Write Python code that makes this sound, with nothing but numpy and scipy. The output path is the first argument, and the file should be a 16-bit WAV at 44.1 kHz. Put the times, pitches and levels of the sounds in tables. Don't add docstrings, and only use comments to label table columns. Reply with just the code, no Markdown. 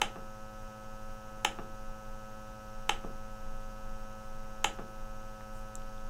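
import sys
import numpy as np
from scipy import signal
from scipy.fft import rfft, irfft
from scipy.io import wavfile

SR = 44100
rng = np.random.default_rng(int(sys.argv[2]) if len(sys.argv) > 2 else 0)


def store_wav(level_fs):
    pcm = np.round(np.clip(np.atleast_2d(level_fs), -1, 1) * 32767)
    wavfile.write(sys.argv[1], SR, pcm.T.astype(np.int16))


def volts_from_decibels(level):
    exponent = np.asarray(level, float) / 20
    return 10 ** exponent


N = 268613

# (multiple of the turn rate, level [dB])
MOTOR_PARTIALS = [(1, -5), (2, -2.5), (3, -16), (4, -16.5), (5, -0.5), (6, -14), (7, -5), (8, -14),
                  (9, -12), (10, -13.5), (11, -18), (12, -0.5), (13, -13), (14, -9), (15, -17.5),
                  (16, -16.5), (17, -54), (18, -25.5), (19, -27.5), (20, -33.5), (21, -31), (22, -62),
                  (23, -21.5), (24, -26), (25, -21), (26, -26), (27, -22.5), (28, -26), (29, -25),
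                  (30, -50)]
# (frequency [Hz], level [dB])
SIDE_TONES = [(430, -81), (750, -80), (860, -74), (970, -78), (1075, -84), (1500, -82), (1750, -92),
              (3200, -93)]
# (frequency [Hz], level [dB])
HOUSING_BUZZ = [(3200, -92.5), (3600, -91.5), (4200, -94.5), (4900, -92.5), (5500, -87.5), (6400, -87),
                (7200, -95), (9000, -99.5)]
# (multiple of the hum frequency, level [dB])
MAINS_PARTIALS = [(1, -61.5), (2, -90), (3, -79), (4, -71.5), (5, -81)]
# (frequency [Hz], density [dB per Hz])
RUMBLE_SPECTRUM = [(5, -12), (12, -4), (17, 12), (28, -1), (45, -13.5), (70, -15.5), (110, -25.5),
                   (200, -32), (400, -67.5)]
# (frequency [Hz], density [dB per Hz])
AIR_SPECTRUM = [(80, -17), (130, -2), (250, 2), (400, -7), (700, -7), (1000, -5), (1500, -10),
                (1900, -13.5), (2700, -16), (3500, -20), (8000, -20.5), (15600, -21), (15900, -50),
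                (20000, -80)]
# (snap time [s], first contact level [dB], held [s], release level [dB], knock level [dB])
PRESSES = [(.01755, -41, .141, -43, -37), (1.44932, -38, .1382, -38, -35), (2.8944, -41, .1468, -45, -33),
           (4.6451, -38, .1431, -41, -34)]
# (frequency [Hz], level [dB], T60 [s], polarity)
CONTACT_MODES = [(2600, -7, .002, 1), (6900, 0, .0025, 1), (9500, -9, .001, 1), (14500, -7, .0007, 1)]
# (frequency [Hz], level [dB], T60 [s], polarity)
SNAP_MODES = [(209, -22, 0.05, 0.42), (314, -21.5, 0.068, 0.27), (489, -24, 0.015, -1.04),
              (810, -3.5, 0.015, -0.66), (2200, -14, 0.0018, 0.84), (2987, 0, 0.0051, 0.92),
              (3650, -12.5, 0.0086, 0.9), (5500, -12, 0.0012, 1), (6390, -8.5, 0.006, 1),
              (7500, -8.5, 0.0073, 0.54), (9500, -15.5, 0.0037, 0.72), (10900, -9, 0.0051, 1)]
# (delay [s], level [dB])
FIRST_WALLS = [(.0088, -7), (.0118, -10), (.0175, -12)]
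# (frequency [Hz], T60 [s])
ROOM_T60 = [(200, 0.42), (400, 0.44), (800, 0.21), (1800, 0.23), (3200, .23), (4600, 0.22), (9000, 0.19),
            (15000, .11)]
# (frequency [Hz], level [dB])
SNAP_WALLS = [(100, -35), (200, 20.5), (400, -2.5), (600, 11), (900, 0.5), (1300, 6), (2500, 2), (4200, 2),
              (5000, 8), (6300, -1), (7500, 6.5), (8800, 6), (10000, 6), (11500, 4), (14000, -5),
              (15600, -8), (15850, -45)]
# (frequency [Hz], level [dB])
SOFT_WALLS = [(110, -16), (190, 1), (330, -1), (450, 0), (680, -4), (900, -1), (2800, -1), (9000, -10)]
# (frequency [Hz], level [dB], T60 [s], polarity)
SPRING_MODES = [(430, -1, .018, -1), (820, 4, .018, -1), (1150, 3, .014, -1), (1800, -2, .007, 1),
                (2750, -2, .009, 1), (3600, -2, .005, 1)]
# (frequency [Hz], level [dB], T60 [s], polarity)
CAP_MODES = [(195, -6, .05, 1), (290, -5, .03, 1), (430, 0, .016, 1), (700, -1, .011, 1),
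             (1000, -8, .008, 1)]
# (time [s], length [s], frequency [Hz], glide [Hz per s])
SQUEAKS = [(1.01, .035, 9750, 7000), (1.035, .045, 8950, 12000), (1.095, .045, 9050, -13000),
           (1.345, .06, 9250, -1500), (1.41, .03, 9900, 6000)]
# (time [s], level [dB], frequency [Hz])
CREAKS = [(5.409, -38.5, 1220), (5.409, -46, 1750), (5.82, -50, 3000), (5.82, -54, 5000),
          (5.893, -55, 4550), (5.98, -50, 3500)]
# (frequency [Hz], density [dB per Hz])
CLOTH_SPECTRUM = [(4000, -40), (6500, -1), (8000, 0), (11000, -7), (14000, -9), (16000, -14)]
# (time [s], level [dB])
TAPS = [
    (5.7545, -26),
    (5.7604, -49),
    (5.7622, -45),
]
# (frequency [Hz], level [dB], T60 [s], polarity)
PART_MODES = [(3770, -20, .004, -1), (5800, -9, .003, -1), (7500, 0, .0038, 1), (8900, -12, .002, -1),
              (10800, -13, .002, -1), (13500, -14, .0015, 1)]


def evened(x):
    return x / np.sqrt(np.mean(x ** 2) + 1e-20)


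def read(points, hz):
    f, value = np.transpose(points)
    return np.interp(np.log(hz + 1), np.log(f + 1), value)


def add(mix, s, sound):
    part = mix[round(s * SR):][:len(sound)]
    part += sound[:len(part)]


def ring(modes):
    t = np.arange(2048) / SR
    return sum(sign * volts_from_decibels(db - 60 * t / t60) * np.sin(2 * np.pi * hz * t) for hz, db, t60, sign in modes)


def drift(hz):
    f = np.fft.rfftfreq(N, 1 / SR)
    low_pass = (f > 0) / (1 + (f / hz) ** 2)
    return evened(irfft(rfft(rng.standard_normal(N)) * low_pass, N))


def coloured(spectrum):
    gain = volts_from_decibels(read(spectrum, np.fft.rfftfreq(N, 1 / SR)))
    return evened(irfft(rfft(rng.standard_normal(N)) * gain, N))


def motor():
    turn_hz, level_db = 107.628, -54
    turn = 2 * np.pi * (turn_hz * np.arange(N) / SR + 0.016 * drift(0.34))
    wobble = 2 * np.pi * np.cumsum(15 + 2.5 * drift(6)) / SR
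    phase = 2 * np.pi * rng.random((80, 3))
    sway = 0.025 * drift(8)
    lines, sides = np.zeros(N), np.zeros(N)
    for k, db in MOTOR_PARTIALS:
        lines -= volts_from_decibels(level_db + db) * np.cos(k * turn + 0.5 * phase[int(k), 0]) * (1 + sway)
    for k in range(4, 30):
        below = np.cos(k * turn - wobble + phase[k, 1])
        above = np.cos(k * turn + wobble + phase[k, 2])
        sides += volts_from_decibels(read(SIDE_TONES, k * turn_hz)) * (below + above)
    loose_turn = turn + 0.01 * drift(26)
    for k in range(31, 80):
        db = read(HOUSING_BUZZ, k * turn_hz) + 9.3 * np.cos(phase[k, 1])
        lines += volts_from_decibels(db) * np.cos(k * loose_turn + phase[k, 0])
    strokes = 1 + 0.59 * np.cos(2 * turn) + 0.22 * np.cos(3 * turn)
    rattle = coloured([(2000, -150)] + HOUSING_BUZZ + [(12000, -130)]) * strokes
    tones = np.sqrt(2) * (lines + sides * (1 + 0.17 * drift(12)))
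    return tones + volts_from_decibels(-69) * rattle * volts_from_decibels(0.45 * drift(11))


def mains():
    hum_hz, t = 119.95, np.arange(N) / SR
    hum = np.zeros(N)
    for k, db in MAINS_PARTIALS:
        hum += np.sqrt(2) * volts_from_decibels(db) * np.cos(2 * np.pi * (k * hum_hz * t + rng.random()))
    return hum


def air():
    swell_db = -0.85 * drift(0.5)
    rumble = coloured(RUMBLE_SPECTRUM) * volts_from_decibels(-41.5 + swell_db)
    return rumble + volts_from_decibels(-61.5) * coloured(AIR_SPECTRUM)


def presses():
    contact_lead_s, push_hz = 0.0022, 6.9
    snaps, contact, push = np.zeros(N), np.zeros(N), np.zeros(N)
    t = np.arange(4000) / SR
    scratch = rng.standard_normal((len(PRESSES), 120)) * volts_from_decibels(-60 * t[:120] / 0.010)
    snap = np.convolve(ring(SNAP_MODES), np.hanning(7) * 0.39)
    shove = np.sin(2 * np.pi * push_hz * t) * np.hanning(len(t))
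    for (s, contact_db, *_), grit in zip(PRESSES, scratch):
        add(snaps, s - 0.00002, volts_from_decibels(-11.5) * snap)
        add(contact, s - contact_lead_s, volts_from_decibels(contact_db) * np.convolve(evened(grit), ring(CONTACT_MODES)))
        add(push, s, volts_from_decibels(-40) * shove)
    return snaps, contact, push


def desk_echo(x):
    late = round(0.00227 * SR)
    return np.r_[np.zeros(late), x[:-late]]


def room(x, colour):
    size, spacing = SR // 2, 10
    taps = np.zeros(size)
    at = np.arange(0, size - spacing, spacing)
    taps[at + rng.integers(0, spacing, len(at))] = rng.choice([-1., 1.], len(at))
    hz, t, bands = signal.stft(taps, SR, nperseg=512)
    decay_db = read(colour, hz)[:, None] - 60 * t / read(ROOM_T60, hz)[:, None]
    tail = signal.istft(bands * volts_from_decibels(decay_db), SR, nperseg=512)[1]
    tail *= np.clip((np.arange(len(tail)) / SR - 0.0025) / 0.007, 0, 1)
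    return signal.fftconvolve(x, tail / 10)[:N]


def releases():
    knock_lag_s = 0.0061
    out = np.zeros(N)
    spring = np.convolve(ring(SPRING_MODES), np.hanning(16) / 8)
    knock = np.convolve(ring(CAP_MODES), np.hanning(30) / 15)
    for s, _, held_s, release_db, knock_db in PRESSES:
        for late, db in [(0.00016, 0.0051)] + FIRST_WALLS:
            add(out, s + held_s + late, volts_from_decibels(release_db + db) * spring)
            add(out, s + held_s + knock_lag_s + late, volts_from_decibels(knock_db + db) * knock)
    high_pass = signal.butter(2, 170, "high", fs=SR, output="sos")
    return volts_from_decibels(1.5) * signal.sosfilt(high_pass, out)


def squeaks():
    out = np.zeros(N)
    for s, length, hz, glide in SQUEAKS:
        t = np.arange(0, length, 1 / SR)
        tone = np.sin(2 * np.pi * (hz + glide * t / 2) * t)
        add(out, s, volts_from_decibels(-74) * tone * np.sqrt(np.hanning(len(t))))
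    return out


def creaks():
    out = np.zeros(N)
    for s, db, hz in CREAKS:
        add(out, s, ring([(hz, db, 0.01, 1)]))
    return out


def cloth():
    out, size = np.zeros(N), round(0.17 * SR)
    add(out, 5.49, volts_from_decibels(-66) * coloured(CLOTH_SPECTRUM)[:size] * np.hanning(size))
    return out


def taps():
    out = np.zeros(N)
    for s, db in TAPS:
        add(out, s, volts_from_decibels(db) * ring(PART_MODES))
    return out


def scene():
    steady = motor() + mains() + air()
    snaps, contact, push = presses()
    echo = desk_echo(snaps)
    soft = releases()
    small = creaks() + taps()
    walls = volts_from_decibels(-6) * room(snaps + 0.26 * echo + contact, SNAP_WALLS)
    walls += room(soft + volts_from_decibels(-6) * small, SOFT_WALLS)
    near = snaps + 0.76 * echo + contact + push + soft + small
    return (steady + near + walls + squeaks() + cloth())[None]


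def roll_off(x):
    return signal.sosfilt(signal.butter(12, 16830, fs=SR, output="sos"), x)


def record(dry):
    low_pass = signal.firwin(511, 16200, fs=SR)[None]
    mix = signal.oaconvolve(dry, low_pass, "same")
    return roll_off(mix)


dry = scene()
out = record(dry)
store_wav(out)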